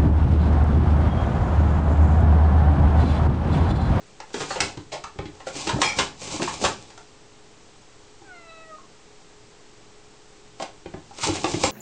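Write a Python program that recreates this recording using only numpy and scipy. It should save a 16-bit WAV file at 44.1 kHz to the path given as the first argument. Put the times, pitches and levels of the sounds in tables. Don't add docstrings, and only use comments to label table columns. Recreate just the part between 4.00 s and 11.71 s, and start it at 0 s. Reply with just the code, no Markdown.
import sys
import numpy as np
from scipy import signal
from scipy.fft import rfft, irfft
from scipy.io import wavfile
from scipy.ndimage import uniform_filter1d

SR = 44100
rng = np.random.default_rng(int(sys.argv[2]) if len(sys.argv) > 2 else 0)


def magnitude_from_level(level_db):
    exponent = np.asarray(level_db, float) / 20
    return 10 ** exponent


def unload_audio(sound):
    columns = np.transpose(np.atleast_2d(sound))
    steps = np.round(np.clip(columns, -1, 1) * 32767)
    wavfile.write(sys.argv[1], SR, steps.astype(np.int16))


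N = 340011
T = np.arange(N) / SR

# frequency in Hz, level in dB, t60 in s.
PANEL_MODES = [(240, -2, 0.02), (293.7, 0.5, 0.072), (354, 2, 0.035), (414, -1, 0.058), (476, -3.5, 0.0075),
               (528, -1.5, 0.048), (600, -1.5, 0.027), (680, -7.5, 0.02), (775, 4.5, 0.028),
               (857, 1.5, 0.034), (913, 5, 0.025), (1056, 3, 0.041), (1223, -6.5, 0.056),
               (1308, 0.5, 0.027), (1440, -3.5, 0.023), (1694, 7, 0.011), (1890, -18.5, 0.019),
               (1960, -0.5, 0.006), (2440, -4.5, 0.017)]
# frequency in Hz, level in dB, t60 in s.
DOOR_MODES = [(58.5, -10, 0.052), (77, -7.5, 0.069), (96.4, -0.5, 0.18), (109, -13.5, 0.03),
              (146.5, 4.5, 0.14), (173, 3, 0.23), (210, 3.5, 0.094), (235, -13, .03)]


def clacks():
    # start in s, panel peak in dB, panel pitch in Hz, crack over panel in dB.
    clack_rows = [(0.202, -26.5, 833, -1.5), (0.304, -39, 519, -5), (0.342, -18, 408, -3),
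                  (0.506, -16.5, 796, -7.5), (0.605, -20, 744, 13.5), (1.403, -33, 820, -5.5),
                  (1.469, -19, 528, -11), (1.817, -10, 775, 4), (2.217, -29.5, 528, -2),
                  (2.397, -17.5, 272, -32), (2.419, -13, 313, -5.5), (2.64, -10.5, 585, -4.5),
                  (2.903, -39.5, 830, 1.5), (2.977, -35.5, 726, -0.3), (6.599, -21, 650, -5.5),
                  (6.623, -18.5, 600, -4), (7.185, -29.5, 545, -0.5), (7.443, -10, 346, -5.5)]
    thump_db, contact_ms = -37.5, 3.33
    blows = [(*row, thump_db, contact_ms) for row in clack_rows]
    return knocks(blows, rise=1.0, early_s=0.001215)


def thuds():
    # start in s, panel peak in dB, panel pitch in Hz, crack over panel in dB,
    # door thump over panel in dB.
    thud_rows = [(0.773, -29, 348, -2, -1.5), (1.039, -25.5, 1260, -2, -12), (1.157, -38, 388, -24, -1),
                 (1.188, -19.5, 399, -6, -2.5), (1.256, -28, 330, -5, -5.5), (1.732, -23.5, 430, -14, 4),
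                 (1.759, -20, 297, -26, 2.5), (1.785, -19.5, 322, -29, -19), (2.273, -30, 315, 0.5, -16),
                 (2.303, -35, 900, 1.5, -11), (4.215, -38.5, 330, -28, -13), (6.859, -23, 336, -14, -10.5),
                 (6.938, -26.5, 350, -8, -3), (7.108, -36, 830, -11, -18), (7.287, -16.5, 330, -36, -3.5),
                 (7.538, -16.5, 338, -8, -8.5), (7.636, -9.5, 514, -0.5, -16)]
    contact_ms = 4.4
    blows = [(*row, contact_ms) for row in thud_rows]
    return knocks(blows, rise=0.56, early_s=0.001202)


def shoves():
    # start in s, panel peak in dB, panel pitch in Hz, crack over panel in dB, contact in ms.
    shove_rows = [(0.365, -26.5, 397, -30, 7), (0.403, -22, 405, -2.5, 12), (0.557, -20.5, 543, -2.5, 11),
                  (0.921, -24, 624, -1.5, 16.5), (1.555, -31.5, 302, 3, 4.2), (1.672, -17.5, 326, -0.5, 7),
                  (1.693, -15.5, 920, -1, 6.1), (1.989, -11, 1143, 3.5, 6.3), (2.337, -24, 306, -24, 5.2),
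                  (2.479, -18, 1050, -6.5, 3.5), (2.615, -27, 370, 1.5, 8.2), (2.651, -12.5, 1090, 3, 4.5),
                  (7.234, -19.5, 905, -4.5, 7.3), (7.265, -18.5, 363, -26, 7.6), (7.351, -27, 365, 4, 8.7)]
    thump_db = -15
    blows = [(*row, thump_db, contact_ms) for *row, contact_ms in shove_rows]
    return knocks(blows, rise=2.0, early_s=0.004)


def knocks(blows, rise, early_s):
    # frequency in Hz, density in dB per Hz.
    crack_points = [(590, -25.5), (1000, -10.5), (1110, -1.5), (2090, -4.5), (2800, -3.5), (4870, -4.5),
                    (7320, -7.5), (8890, -14.5), (10200, -61.5), (13200, -74), (22000, -120)]
    snap = shape(crack_points)[:512]
    out = np.zeros(N)
    octaves = np.log2(np.transpose(PANEL_MODES)[0])
    for s, db, hz, crack_db, thump_db, ms in blows:
        force = chatter(SR // 6, 12000, ms, rise)
        push = np.abs(force)

        near = np.exp(-((octaves - np.log2(hz)) / 1.4) ** 2)
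        near = near * rng.choice([-1, 1], len(PANEL_MODES))
        panel = peak(ring(push, hz, 19 / hz), 2.4) + peak(body(force, PANEL_MODES, near), 0)
        thin = signal.butter(2, max(0.53 * hz, 220), "high", fs=SR)
        panel = signal.lfilter(*thin, panel)

        soft_hz = np.clip(12000 * magnitude_from_level(2.0 * crack_db), 2500, 15000)
        crack = signal.fftconvolve(force, snap)[:len(force)]
        crack = signal.lfilter(*signal.butter(2, soft_hz, fs=SR), crack)

        door = body(push, DOOR_MODES, rng.choice([-1, 1], len(DOOR_MODES)))
        blow = peak(panel, db - 1) + peak(crack, db + crack_db + 0.5) + peak(door, db + thump_db + 2.5)
        add(out, s - early_s, blow)
    return out


def metal():
    # frequency in Hz, level in dB, t60 in s.
    fitting_modes = [(854, 6, 0.036), (1397, -0.5, .04), (1910, -7, 0.055), (2315, 8, 0.098),
                     (2370, 5, 0.052), (3250, 2.5, 0.11), (4270, 0.5, 0.11), (5120, -2, .045),
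                     (5190, 2.5, .1), (5710, 0.5, 0.084), (6370, -14, .045), (7200, -13, .05),
                     (8600, -33, .04)]
    # start in s, peak in dB, rattling in ms, caught at s.
    jingle_rows = [
        (1.822, -14, 44, 1.97),
    ]
    # start in s, peak in dB,
    # frequency in Hz, buzzing in ms.
    ping_rows = [
        (0.507, -29.5, 4390, 15),
        (2.334, -35.5, 7400, 12),
        (2.638, -24.5, 7250, 6.3),
        (7.238, -25.5, 7420, 11),
        (7.646, -21.5, 7470, 19),
        (4.784, -38, 1090, 2.7),
        (4.815, -56, 1110, 8),
    ]
    out = np.zeros(N)
    for s, db, ms, caught_s in jingle_rows:
        rattle = body(chatter(SR // 4, 2500, ms, rise=0.4), fitting_modes)
        held = np.clip((caught_s - s - T[:len(rattle)]) / 0.02, 0, 1)
        add(out, s, peak(rattle, db) * held)
    for s, db, hz, ms in ping_rows:
        buzz = ring(chatter(SR // 4, 3300, ms, rise=0.04), hz, 0.044)
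        add(out, s, peak(buzz, db))
    return out


def drags():
    # frequency in Hz, density in dB per Hz.
    bristle_points = [(710, -34.5), (1200, 0.5), (1460, -1.5), (1600, -7), (2410, 1.5), (3070, -2),
                      (7320, 0.5), (8910, -8.5), (10200, -36), (13200, -62.5), (22000, -120)]
    # fastest at s, hiss in dB, swell in ms per 20 dB,
    # fade in ms per 20 dB, weight in dB.
    stroke_rows = [(0.345, -35, 26, 303, -6), (0.409, -31, 86, 132, -6.5), (0.518, -31.5, 95, 94, -1.5),
                   (0.604, -26.5, 8, 100, 6), (1.472, -37, 14, 82, -17), (1.572, -30.5, 72, 325, 0),
                   (1.76, -40, 393, 298, 11.5), (1.819, -24, 25, 131, -13), (1.988, -24.5, 36, 94, 4.5),
                   (2.22, -35, 52, 500, -0.5), (2.342, -29.5, 102, 137, 0.5), (2.424, -30, 44, 373, -1),
                   (2.65, -21, 59, 67.5, 4.5), (2.82, -48, 100, 58, 4), (6.629, -32.5, 39, 15, -2),
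                   (7.239, -22.5, 63, 132, -9.5), (7.351, -27, 45, 64, 2), (7.49, -31.5, 291, 600, 2.5),
                   (7.646, -22.5, 70, 71, 1.5)]
    panel_rub_db, door_rub_db = -4, -15.5
    linger = 1.16

    catch = unit(smooth(rng.standard_normal(N), 500, 200))
    slips = grains(N, 9000, 2.5) * magnitude_from_level(1.78 * catch)
    hiss, rumble = np.zeros(N), np.zeros(N)
    for s, db, swell_ms, fade_ms, weight_db in stroke_rows:
        rising_db = 20000 * (s - T) / swell_ms
        falling_db = 20000 * (T - s) / fade_ms
        hiss = np.maximum(hiss, magnitude_from_level(db - np.maximum(rising_db, falling_db)))
        rumble_db = db + weight_db - np.maximum(rising_db, falling_db / linger)
        rumble = np.maximum(rumble, magnitude_from_level(rumble_db))
    shaken = magnitude_from_level(panel_rub_db) * unit(body(slips, PANEL_MODES))
    shaken = shaken + magnitude_from_level(door_rub_db) * unit(body(slips, DOOR_MODES))
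    return magnitude_from_level(-3.0) * (hiss * unit(colour(slips, bristle_points)) + rumble * shaken)


def mew():
    # time in s, pitch in Hz, level in dB, mouth opening 0-1.
    mew_rows = [
        (4.241, 819, -63, 0),
        (4.306, 738, -55.5, 0.04),
        (4.363, 693, -54.5, 0.77),
        (4.428, 674, -59, 0.6),
        (4.508, 653, -53.5, 0.92),
        (4.6, 649, -56, 0.75),
        (4.69, 642, -56.5, 0.41),
        (4.75, 617, -51, 0),
        (4.775, 637, -67, 0.15),
    ]
    throat_levels = [0.2, 1.7, -4.5, -7, -25, -2]
    shut_hz, open_octaves, width_octaves, mouth_db = 1190, 1.35, 0.28, 10
    shut_db_per_partial, waver_depth_db = 1.3, 2.5

    s, *columns = np.transpose(mew_rows)
    hz, db, opening = (np.interp(T, s, c) for c in columns)
    flutter = unit(smooth(rng.standard_normal(N), 300))
    phase = 2 * np.pi * np.cumsum(hz * (1 + 0.0033 * flutter)) / SR
    mouth = np.log2(shut_hz) + open_octaves * opening
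    voice = 0
    for k, throat_db in enumerate(throat_levels):
        lift_db = mouth_db * np.exp(-((np.log2((k + 1) * hz) - mouth) / width_octaves) ** 2)
        lift_db = lift_db - shut_db_per_partial * k * k * (1 - opening)
        waver_db = waver_depth_db * unit(smooth(rng.standard_normal(N), 900, 600))
        voice = voice + magnitude_from_level(db + throat_db + lift_db + waver_db + 4.0) * np.sin((k + 1) * phase)
    return voice * np.clip(np.minimum(T - s[0], s[-1] - T) / 0.014, 0, 1)


def hall(x, wet_db):
    # centre in Hz, level in dB, t60 in s.
    echo_bands = [(118, -5, 0.48), (530, 4, 0.22), (2020, 4, 0.27), (7400, 0.5, 0.23)]
    t, tail = T[:SR // 2], 0
    for k, (hz, db, t60) in enumerate(echo_bands):
        edges_hz = [hz / 2 if k else 20, min(hz * 2, 15000)]
        band_pass = signal.butter(2, edges_hz, "band", fs=SR, output="sos")
        band = signal.sosfilt(band_pass, rng.standard_normal(len(t)))
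        tail = tail + band * magnitude_from_level(db - 60 * t / t60)
    tail = tail * np.clip((t - 0.003) / 0.0035, 0, 1)
    return x + magnitude_from_level(wet_db) * signal.fftconvolve(x, tail / np.sqrt(np.sum(tail ** 2)))[:N]


def camera():
    # frequency in Hz, density in dB per Hz.
    hiss_points = [(12, -41), (20, 6.5), (22, -2), (54, -9), (70, -13.5), (112, -5.5), (149, -9),
                   (301, -10), (391, -8), (423, -7), (594, -13.5), (812, -12), (1600, -18), (7850, -21),
                   (10200, -48.5), (13200, -86.5), (22000, -120)]
    # frequency in Hz, level in dB rms.
    hum_lines = [(113.0, -71), (312.2, -66.5), (419.9, -61), (786.0, -76), (7860, -103.5), (7887, -88),
                 (8113, -77), (8140, -79.5)]
    out = unit(colour(rng.standard_normal(N), hiss_points)) * magnitude_from_level(-52)
    for hz, db in hum_lines:
        waver = unit(smooth(rng.standard_normal(N), 3000))
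        out += np.sqrt(2) * magnitude_from_level(db + 0.65 * waver) * np.sin(2 * np.pi * hz * T + 0.1 * waver)
    return out


def chatter(size, rate, ms, rise):
    t = (T[:size] + 1 / SR) / (max(ms, 0.5) / 1000)
    return grains(size, rate, 2.12) * (1 - np.exp(-t / rise)) * np.exp(-t)


def grains(size, rate, spread_db):
    u = rng.random((3, size))
    hit = u[0] < rate / SR
    return hit * np.sign(u[1] - 0.5) * magnitude_from_level(-spread_db * np.log(1 - u[2]))


def body(x, modes, gains=1):
    hz, db, t60 = np.transpose(modes)[:, :, None]
    t = T[:int(np.max(t60) * SR)]
    decays = np.sin(2 * np.pi * hz * t) * magnitude_from_level(-60 * t / t60)
    response = (gains * magnitude_from_level(db[:, 0])) @ decays
    return signal.oaconvolve(x, response)[:len(x)]


def ring(x, hz, t60):
    return body(x, [(hz, 0, max(t60, 0.005))])


def shape(points):
    hz, db = np.transpose(points)
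    bins_hz = np.maximum(np.fft.rfftfreq(4096, 1 / SR), 1)
    cep = irfft(np.interp(np.log(bins_hz), np.log(hz), db) * np.log(10) / 20)
    cep[1:2048] = 2 * cep[1:2048]
    cep[2049:] = 0
    return irfft(np.exp(rfft(cep)))


def colour(x, points):
    return signal.fftconvolve(x, shape(points))[:len(x)]


def smooth(x, *sizes):
    for size in sizes:
        x = uniform_filter1d(x, size)
    return x


def unit(x):
    return x / np.sqrt(np.mean(x ** 2))


def peak(x, db):
    return x * magnitude_from_level(db) / np.abs(x).max()


def add(out, s, x):
    i = int(s * SR)
    out[i:i + len(x)] += x[:len(out) - i]


def scene():
    parts = [clacks(), thuds(), shoves(), metal(), drags()]
    near = sum(hall(part, wet_db=-5) for part in parts)
    near = signal.sosfilt(signal.butter(3, 60, "high", fs=SR, output="sos"), near)
    return (near + hall(mew(), wet_db=-13) + camera())[None]


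def roll_off(x):
    return signal.sosfilt(signal.butter(12, 10340, fs=SR, output="sos"), x)


def record(dry):
    offset = -0.0021 + magnitude_from_level(-63) * unit(smooth(rng.standard_normal(N), 1200))
    top_cut = signal.ellip(8, 0.2, 80, 10250, fs=SR, output="sos")
    mix = signal.sosfilt(top_cut, dry) + offset
    return roll_off(mix)


dry = scene()
out = record(dry)
unload_audio(out)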